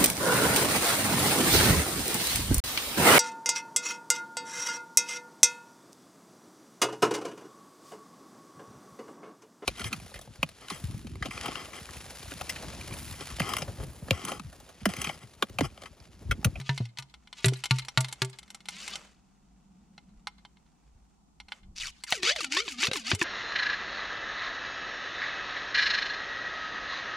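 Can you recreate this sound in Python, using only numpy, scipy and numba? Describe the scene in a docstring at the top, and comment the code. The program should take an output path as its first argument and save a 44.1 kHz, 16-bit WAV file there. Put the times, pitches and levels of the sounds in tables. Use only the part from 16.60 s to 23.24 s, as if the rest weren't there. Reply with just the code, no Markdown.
"""A wooden ramrod is worked in a double-barrelled muzzle-loader, close by, in a quiet yard.
First it rams the load home in one bore: knocks, gulps of air, the shaft clicking on the muzzle.
It rattles out by 2.6 s, taps the rim from 3.4 s, then scrubs up and down the other bore from 5.2 s.
The air above the rod's head rings as a pipe closed at one end, so its pitch slides with each stroke.
Behind it: a canvas sleeve, far traffic, puffs of wind."""
import sys
import numpy as np
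from scipy import signal
from scipy.fft import rfft, irfft, next_fast_len
from scipy.io import wavfile
from scipy.ndimage import uniform_filter1d
from numba import njit

SR = 44100
rng = np.random.default_rng(int(sys.argv[2]) if len(sys.argv) > 2 else 0)


def waveform_to_disk(signal):
    """Save audio, clipped to [-1, 1], as 16-bit WAV at the path in sys.argv[1]."""
    frames = np.transpose(np.atleast_2d(signal))
    scaled = np.clip(frames, -1, 1) * 32767
    samples = np.round(scaled).astype(np.int16)
    wavfile.write(sys.argv[1], SR, samples)


N = 292824
T = np.arange(N) / SR

LOAD_M = .665  # seated load, below the muzzle
# Hand strokes, rest to rest. Each row: start in seconds, end in seconds, target depth in m, rub in dB.
STROKES = [(0.014, 0.149, 0.63, -48.5), (0.112, 0.286, 0.64, -55), (0.744, .88, LOAD_M, -51.5),
           (0.864, 1.06, LOAD_M, -55.5), (1.07, 1.24, LOAD_M, -49.5), (1.33, 1.51, LOAD_M, -53.5),
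           (2.042, 2.428, 0.32, -43), (2.41, 2.599, 0.0061, -72), (5.153, 5.23, .021, -41.5),
           (5.19, 5.315, 0.088, -35), (5.34, 5.46, 0.044, -63), (5.462, 5.619, 0.24, -35.5),
           (5.618, 5.749, 0.12, -20), (5.746, 5.888, .33, -35), (5.889, 6.038, .181, -25),
           (6.029, 6.174, .365, -40), (6.159, 6.305, 0.16, -29), (6.31, 6.442, .399, -38),
           (6.435, 6.567, 0.2, -29), (6.582, 6.687, 0.34, -34)]


def knocks(crack_t60_s=.022, stock_t60_s=.037, chatter_db=-13, crack_db=-3, stock_db=-5,
           rebound_s_per_m=.005, rebound_db=-14):
    """Each blow cracks through the wooden stock and shoves the bore's air, which booms in odd harmonics."""
    # Each row: start in seconds, crack in dB, air push in dB, treble in dB, push length in seconds.
    blows = [(.0005, -41.5, -40.5, 5.5, 0.0045), (.0927, -22.5, -28.5, -17, 0.0047),
             (.3864, -32.5, -44.5, 2.5, 0.007), (.8447, -18.5, -31, -3.5, 0.0021),
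             (.861, -24.5, -19, -11, 0.0062), (1.1094, -18, -23.5, -4, 0.005),
             (1.3749, -16.5, -25.5, -4, 0.0049), (1.619, -21, -34, 1.5, 0.003),
             (5.5239, -18, -39, -7.5, 0.0022), (5.6317, -25.5, -43, -1, 0.0028),
             (5.652, -31, -51.5, -12, .0023), (5.6854, -54, -82, -15, 0.0017),
             (5.6978, -31, -73, -33, .002), (5.7076, -32, -81, -23, .002), (5.7619, -26.5, -73, -5, 0.0028),
             (5.8065, -31, -56, -2, 0.0021), (5.8444, -30.5, -60, -22, 0.0023),
             (5.9684, -23, -50, -14, 0.002247), (6.0799, -31.5, -52.5, -21, 0.0019),
             (6.2304, -23, -53, -26, 0.00098), (6.245, -22.5, -67, -7, .002),
             (6.2698, -24.5, -73, -0.5, 0.0025), (6.3141, -29, -38.5, -11, 0.0027),
             (6.3579, -30, -50, -14, 0.0048), (6.5161, -22, -43.5, -45, .002),
             (6.615, -21, -33.5, -76, 0.0035)]
    # Crack spectrum. 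Each row: frequency in Hz, gain in dB.
    crack_eq = [(100, -16.5), (380, -20), (650, -7), (1150, -2), (1800, 2), (2700, 1), (4000, 5.5),
                (5500, -6), (8000, -13.5), (12000, -22), (16000, -43)]
    inside, outside = np.zeros((2, N))
    t = np.arange(4096) / SR
    decays = fade(t, np.array([[crack_t60_s], [stock_t60_s]]))
    for s, db, push_db, treble_db, push_s in blows:
        # a shorter push moves the same air but reaches higher harmonics
        push = np.sin(np.pi * np.minimum(t / push_s, 1)) ** 2 * .004 / push_s
        push = colour(push, [(20, -9), (70, -2.5), (120, 10)])
        forces = (t == 0) + undb(chatter_db) * rng.standard_normal((2, len(t))) * decays
        crack, stock = (brighten(colour(force, crack_eq), treble_db) for force in forces)
        gain = undb(db) / onset_rms(crack)
        add(inside, s, gain * undb(crack_db) * crack + undb(push_db) * push)
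        add(outside, s, gain * undb(stock_db) * stock)
        # the head bounces once, later the deeper it is
        rebound = brighten(crack, db=21)
        rebound *= undb(db + crack_db + rebound_db) / onset_rms(rebound)
        add(inside, s + rebound_s_per_m * depth_m(s), rebound)
    return bore(inside, reflection=.9, lowpass=.27) + outside


def taps(trim_db=-1, click_t60_s=.036, contact_s=.0001):
    """The shaft clicks on the muzzle; clear of the bore, the head taps the rim and rings hollower."""
    # Each row: start in seconds, level in dB, treble over middle in dB.
    shaft_taps = [(0.013, -41, -15), (0.177, -30.5, -18), (.254, -44, -15), (.373, -38, -16),
                  (.397, -41, -2), (0.424, -43.5, -11), (.54, -44.5, -50), (.673, -48.5, -21),
                  (.728, -37.5, -27), (0.857, -23.5, 35), (0.883, -25.5, -1), (0.935, -36, -6),
                  (1.038, -27, -6.5), (1.047, -39.5, -3.5), (1.056, -29.5, -8), (1.185, -29.5, -1),
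                  (1.194, -31, -15), (1.249, -42, -1), (1.284, -32, -14), (1.29, -49, 3.5),
                  (1.406, -27.5, 8.5), (1.445, -29.5, -11), (1.484, -41, 4), (1.526, -32.5, 3),
                  (1.647, -35.5, 4), (1.698, -51, 16), (1.787, -39.5, -2.5), (1.83, -47.5, -9),
                  (1.903, -41.5, 1), (1.946, -39.5, -1.5), (2.056, -44.5, -15), (2.086, -28.5, -4),
                  (2.278, -31.5, -4), (2.356, -30, -4.5), (5.437, -32.5, 0), (6.333, -24.5, -11.5),
                  (6.549, -32, 11)]
    # Each row: start in seconds, level in dB, treble over middle in dB, an unused value.
    rim_taps = [(3.379, -43.5, -24.5, 3100), (3.671, -28.5, -13, 2100), (3.85, -44.5, -30, 2200),
                (3.97, -58.5, -25.5, 2800), (4.063, -66.5, -3, 4500), (4.801, -39.5, -19.5, 2970),
                (4.884, -46.5, -19, 1000), (4.92, -30, -27, 1000)]
    # Click spectrum. Each row: frequency in Hz, gain in dB.
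    click_eq = [(200, -15), (600, -17), (1200, -7.5), (2500, -2.5), (4200, 1.5), (6000, -12.5), (8500, -9),
                (12000, -24.5), (16000, -42.5)]
    # Hollow tone of the free rod, shared by all rim taps. Each row: frequency in Hz, gain in dB.
    free_rod_eq = [(400, -3), (720, 9), (1050, 7), (2200, 3), (4200, 2.5), (8000, -2.5), (12000, -2)]
    out, t = np.zeros(N), np.arange(6000) / SR

    def strike(treble_db):
        """One contact: a dry tick and a short ring."""
        click = colour(rng.standard_normal(len(t)) * fade(t, click_t60_s), click_eq)
        hit = (shaft_ring() + unit(click)) * (1 - np.exp(-t / contact_s))
        shelf_db = max(.61 * (treble_db + 9), -9)
        return brighten(hit, shelf_db, low_hz=4200, high_hz=7500)

    for s, db, treble_db in shaft_taps + rattle():
        hit = strike(treble_db)
        add(out, s, undb(db + trim_db) * hit / onset_rms(hit))
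    for s, db, treble_db, _ in rim_taps:
        hit = colour(strike(treble_db), free_rod_eq)
        add(out, s, undb(db + trim_db) * hit / onset_rms(hit))
    return out


def rattle(count=9, first_s=.65, last_s=2.1, db=-50.5, spread_db=2, treble_db=-11.5):
    """Tap rows for the rod loose in the first bore: one faint tick at random per time slice."""
    times = first_s + (last_s - first_s) * (np.arange(count) + rng.random(count)) / count
    return [(s, db + spread_db * z, treble_db) for s, z in zip(times, rng.standard_normal(count))]


def shaft_ring(t60_scale=1, scatter_db=3):
    """The shaft rings against the steel, rms 1; each contact point favours other modes."""
    # Each row: frequency in Hz, level in dB, t60 in seconds.
    shaft_modes = [(824, -6, .055), (996, -11, .07), (1324, -16, .07), (1464, -8, .047), (1760, -12, .04),
                   (2116, 2, .06), (2374, -9, .048), (2875, -8, .05), (3079, -2, .06), (3450, -6, .05),
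                   (4091, 0, .04), (4350, -7, .04), (5000, -10, .035), (5566, -6, .048), (5846, -9, .037),
                   (6130, -10, .04), (7230, -12, .037), (7690, -9, .025), (8430, -11, .035),
                   (9776, -18, .04), (11200, -17, .04)]
    t = np.arange(6000) / SR
    hz, db, t60_s = np.transpose(shaft_modes)[:, :, None]
    scatter, detune, polarity = rng.standard_normal((3, len(shaft_modes), 1))
    tones = np.sign(polarity) * np.sin(2 * np.pi * hz * (1 + .0075 * detune) * t)
    return unit(np.sum(undb(db + scatter_db * scatter) * fade(t, t60_s * t60_scale) * tones, axis=0))


def scrape(steel_db=-6, shaft_db=-9, column_db=-3.5, muzzle_db=2, muzzle_m=.0426):
    """The head's scraping comes through the steel, rings the shaft and climbs the air column."""
    steel_rub = colour(friction(), [(400, -22.5), (1400, -1)])
    column_rub = friction()
    steel, inside, airflow = np.zeros((3, N))
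    for start_s, end_s, target_m, rub_db in STROKES:
        db = rub_db + stroke_db(start_s, end_s, pushing=target_m > depth_m(start_s))
        hiss_db = min(.7 * (-18.5 - rub_db), 13)  # a light rub hisses, a heavy one is duller
        steel += undb(db) * brighten(steel_rub, hiss_db, low_hz=4170, high_hz=9800)
        inside += undb(db) * column_rub
        airflow = np.maximum(airflow, undb(.27 * (db + 53.5)))
    inside *= undb(muzzle_db * np.exp(-depth_m(T) / muzzle_m))  # a short column rings harder
    ring = colour(shaft_ring(t60_scale=.16), [(4000, -5), (7000, -23)])
    shaft = signal.fftconvolve(steel, ring / np.sqrt(len(ring)))[:N]
    column = bore(colour(inside, [(3500, 0), (8000, -8)]), reflection=.87, lowpass=.6)
    return undb(steel_db) * steel + undb(shaft_db) * shaft + undb(column_db) * column + moan(airflow)


def friction(slips_per_s=1500, hiss_db=-7, catches_per_s=60, catch_s=.0044, catch_db=6):
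    """Dense tiny slips that judder, with brief scratches where the head catches; rms 1."""
    slips = (rng.random(N) < slips_per_s / SR) * rng.choice([-1, 1], N)
    slips = slips * undb(3.5 * np.minimum(rng.exponential(size=N), 5))
    # Scrape spectrum. Each row: frequency in Hz, gain in dB.
    scrape_eq = [(100, -28), (400, -16.5), (900, -9), (1800, -1.5), (3200, 3.5), (4500, 5), (7000, -5),
                 (8800, -14), (12500, -32.5), (16000, -42)]
    grain = unit(colour(unit(slips) + undb(hiss_db) * rng.standard_normal(N), scrape_eq))
    catches = (rng.random(N) < catches_per_s / SR) * rng.random(N) * undb(catch_db)
    pressure = 1 + signal.lfilter([1], [1, -np.exp(-1 / (catch_s * SR))], catches)
    return unit(grain * pressure * undb(3 * walk(300) + 2 * walk(60)))


def stroke_db(start_s, end_s, pushing):
    """Rubbing follows a power of the speed; it eases along a push and tightens along a pull."""
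    done = progress(T, start_s, end_s)
    power, trend_db = (1, -7.5) if pushing else (1.56, 3)
    return power * 20 * np.log10(np.sin(np.pi * done) + 1e-9) + trend_db * (done - .5)


def depth_m(t, initial_m=.64, least_m=.015):
    """Air length above the rod's head; each stroke speeds up and slows like a swing."""
    metres = previous_m = initial_m
    for start_s, end_s, target_m, _ in STROKES:
        metres = metres + (target_m - previous_m) * np.sin(np.pi / 2 * progress(t, start_s, end_s)) ** 2
        previous_m = target_m
    return np.maximum(metres, least_m)


def bore_hz(sound_m_per_s=343):
    """Quarter-wave pitch of the air column."""
    return sound_m_per_s / (4 * depth_m(T))


def bore(x, reflection, lowpass):
    """Ring x in the air column, whose length follows the rod's head."""
    filter_lag = (1 - lowpass) / lowpass
    round_trip = SR / (2 * bore_hz()) - filter_lag
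    return pipe(x, np.maximum(round_trip, 2.), reflection, lowpass)


@njit
def pipe(x, lag_samples, reflection, lowpass):
    """A wave runs down the bore and back, inverted and dulled at the open end."""
    y, returned = np.zeros(len(x)), 0.
    for i in range(len(x)):
        at = i - lag_samples[i]
        if at > 0:
            k = int(at)
            returned += lowpass * (y[k] + (at - k) * (y[k + 1] - y[k]) - returned)
        y[i] = x[i] - reflection * returned + 1e-18
    return y


def gulps(drop_s=.0023, attack_s=.0018, puff_db=-14, puff_t60_s=.066):
    """Air slips past the rod's head: a dull puff and a low note that drops quickly."""
    # Each row: start in seconds, first pitch in Hz, last pitch in Hz, level in dB, t60 in seconds.
    notes = [(0.203, 326, 117.5, -20.5, 0.22), (0.9224, 504, 375.6, -24, .035),
             (6.283, 286, 102.9, -21.5, 0.034), (6.532, 241.6, 94, -17, .085)]
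    out, t = np.zeros(N), np.arange(SR // 2) / SR
    puff = undb(puff_db) * band(150, 500)[-len(t):] * fade(t, puff_t60_s)
    for s, first_hz, last_hz, db, t60_s in notes:
        hz = last_hz + (first_hz - last_hz) * np.exp(-t / drop_s)
        note = fade(t, t60_s) * np.sin(2 * np.pi * np.cumsum(hz) / SR)
        add(out, s, undb(db) * (note + puff) * (1 - np.exp(-t / attack_s)))
    return out


def moan(airflow, gain_db=-50, waver_db=4):
    """Displaced air sounds the second bore's lowest note from stroke to stroke."""
    second_bore = np.interp(T, [5.51, 5.53], [0, 1])
    envelope = uniform_filter1d(airflow, SR // 25) * second_bore
    hz = bore_hz() * (1 + .05 * walk(300))
    return envelope * undb(gain_db + waver_db * walk(90)) * np.sin(2 * np.pi * np.cumsum(hz) / SR)


def sleeve(flicker_db=2, weave_db=3):
    """Canvas rubs on canvas as the arm works, catching on its coarse weave."""
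    # Canvas spectrum. Each row: frequency in Hz, gain in dB.
    canvas_eq = [(180, -37.5), (300, -4), (1150, -3), (2650, -5.5), (3330, -7.5), (4540, -11), (7540, -13),
                 (15000, -39.5)]
    # Each row: peak time in seconds, level in dB, half-length in seconds.
    slides = [(1.5, -65, .65), (2.33, -52.5, 0.14), (4.95, -55.5, 0.047)]
    rub = unit(colour(rng.standard_normal(N) * undb(weave_db * walk(900)), canvas_eq))
    return rub * swells(slides, rest_db=-78.5) * undb(flicker_db * walk(75))


def reflections(x, near_db=-22, far_db=-35, far_t60_s=.35, wall_s=.11, wall_db=-38):
    """Hand and coat scatter the treble at once; the yard and a house wall answer faintly."""
    t = np.arange(SR // 2) / SR
    wall = (t > wall_s) * fade(np.abs(t - wall_s), .065)
    near = undb(near_db) * unit(fade(t, .025)) * rng.standard_normal((2, len(t)))
    far_envelope = undb(far_db) * unit(fade(t, far_t60_s)) + undb(wall_db) * unit(wall)
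    far = far_envelope * rng.standard_normal((2, len(t)))
    echoes = np.array([brighten(side, 13.3, low_hz=4900, high_hz=8000) for side in near]) + far
    x = colour(x, [(120, -39), (500, 11)]) / np.sqrt(len(t))
    return signal.fftconvolve(x[None], echoes, axes=1)[:, :N]


def yard(air_db=-68, hum_db=-67, side_db=-7):
    """Still air, wider in the treble, and a low hum."""
    # Air spectrum. Each row: frequency in Hz, gain in dB.
    air_eq = [(15, -47), (25, -30.5), (39, -9), (59, -10.5), (118, -23), (142, -8), (167, -10), (237, -12),
              (588, -34), (729, -20), (1460, -34), (1580, -45), (4750, -40), (7480, -38), (15000, -59)]
    mid, side = (unit(colour(rng.standard_normal(N), air_eq)) for _ in range(2))
    side = colour(side, [(200, 3.5), (2000, 9.5), (8000, 10.5)]) * undb(side_db)
    return undb(air_db) * np.array([mid + side, mid - side]) + undb(hum_db) * band(50, 61)


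def traffic(drone_db=-2, growl_db=-13):
    """Far traffic drones, swelling and receding."""
    # Each row: peak time in seconds, level in dB, half-length in seconds.
    passes = [(2.2, -58, 0.31), (3.3, -58, 0.52), (5.1, -60, 0.13)]
    drone = undb(drone_db) * band(170, 210) + undb(growl_db) * band(100, 270)
    return drone * swells(passes, rest_db=-71.5)


def wind(trim_db=-1, half_s=.063):
    """Small puffs rumble on the microphone."""
    # Each row: peak time in seconds, level in dB.
    puffs = [(.1, -57), (3.56, -56), (4.38, -56.5), (4.83, -58), (5.09, -45.5), (5.25, -47.5)]
    rumble = undb(trim_db) * colour(band(22, 91), [(30, 1.5), (130, -8)])
    return rumble * swells([(s, db, half_s) for s, db in puffs], rest_db=-72)


def undb(db):
    """Decibels to gain."""
    return 10 ** (np.asarray(db) / 20)


def unit(x):
    """Scale to rms 1."""
    return x / np.sqrt(np.mean(x ** 2))


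def onset_rms(x):
    """Rms about the mean over the first 4 ms."""
    return np.std(x[:SR // 250])


def add(out, s, x):
    """Mix x into out from time s on."""
    i = max(int(s * SR), 0)
    out[i:i + len(x)] += x[:max(N - i, 0)]


def along(points, hz):
    """Read (Hz, value) points on a log-frequency axis."""
    f, value = np.transpose(points)
    return np.interp(np.log(hz + 1), np.log(f), value)


def colour(x, points, size=4096):
    """Minimum-phase filter from (Hz, dB) points."""
    cepstrum = irfft(np.log(undb(along(points, np.fft.rfftfreq(size, 1 / SR)))))
    cepstrum[1:size // 2] *= 2
    cepstrum[size // 2 + 1:] = 0
    return signal.fftconvolve(x, irfft(np.exp(rfft(cepstrum))))[:len(x)]


def brighten(x, db, low_hz=3000, high_hz=9000):
    """Treble shelf."""
    return colour(x, [(low_hz, 0), (high_hz, db)], size=512)


def band(low_hz, high_hz):
    """Band noise, rms 1."""
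    sos = signal.butter(2, [low_hz, high_hz], "band", fs=SR, output="sos")
    return unit(signal.sosfilt(sos, rng.standard_normal(N)))


def walk(rate_hz):
    """Random wander, spread near 1."""
    return np.interp(T * rate_hz, np.arange(4096), rng.standard_normal(4096))


def fade(t, t60_s):
    """Exponential decay, 60 dB in t60_s."""
    return np.exp(-np.log(1000) * t / t60_s)


def swells(rows, rest_db):
    """Gain of bell-shaped swells over a resting level."""
    power = sum((undb(db) * np.exp(-((T - s) / half_s) ** 2)) ** 2 for s, db, half_s in rows)
    return np.sqrt(undb(rest_db) ** 2 + power)


def progress(t, start_s, end_s):
    """Share of a stroke done, 0 to 1."""
    return np.clip((t - start_s) / (end_s - start_s), 0, 1)


def scene():
    """The gun stands straight ahead; its treble reaches the two microphone ports out of step."""
    # Phase between the ports. Each row: frequency in Hz, lead of the left in radians.
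    port_phase = [(0, 0), (1980, -0.0), (2760, -0.1), (5250, 0.1), (6630, -0.3), (7670, 0.7), (9390, 3.1),
                  (9650, 2.7), (10700, 6.3), (11100, 6.5), (13600, 5.9), (14100, 4.7), (14400, 6.1),
                  (16000, 6.0)]
    # Rod position. Each row: time in seconds, left minus right in dB.
    sway = [(3.3, .2), (3.6, -2), (4.95, -2), (5.2, .5)]
    gun = knocks() + taps() + gulps() + scrape() + sleeve()
    size, sides = next_fast_len(N + SR), np.array([[.5], [-.5]])
    lead_rad = along(port_phase, np.fft.rfftfreq(size, 1 / SR))
    direct = irfft(rfft(gun, size) * np.exp(1j * lead_rad * sides), size)[:, :N]
    balance = undb(np.interp(T, *np.transpose(sway)) * sides)
    return direct * balance + reflections(gun) + yard() + traffic() + wind()


def record(dry):
    """Steep low-pass at 16 kHz."""
    return signal.sosfilt(signal.ellip(8, .2, 70, 16000, fs=SR, output="sos"), dry)


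dry = scene()
out = record(dry)
waveform_to_disk(out)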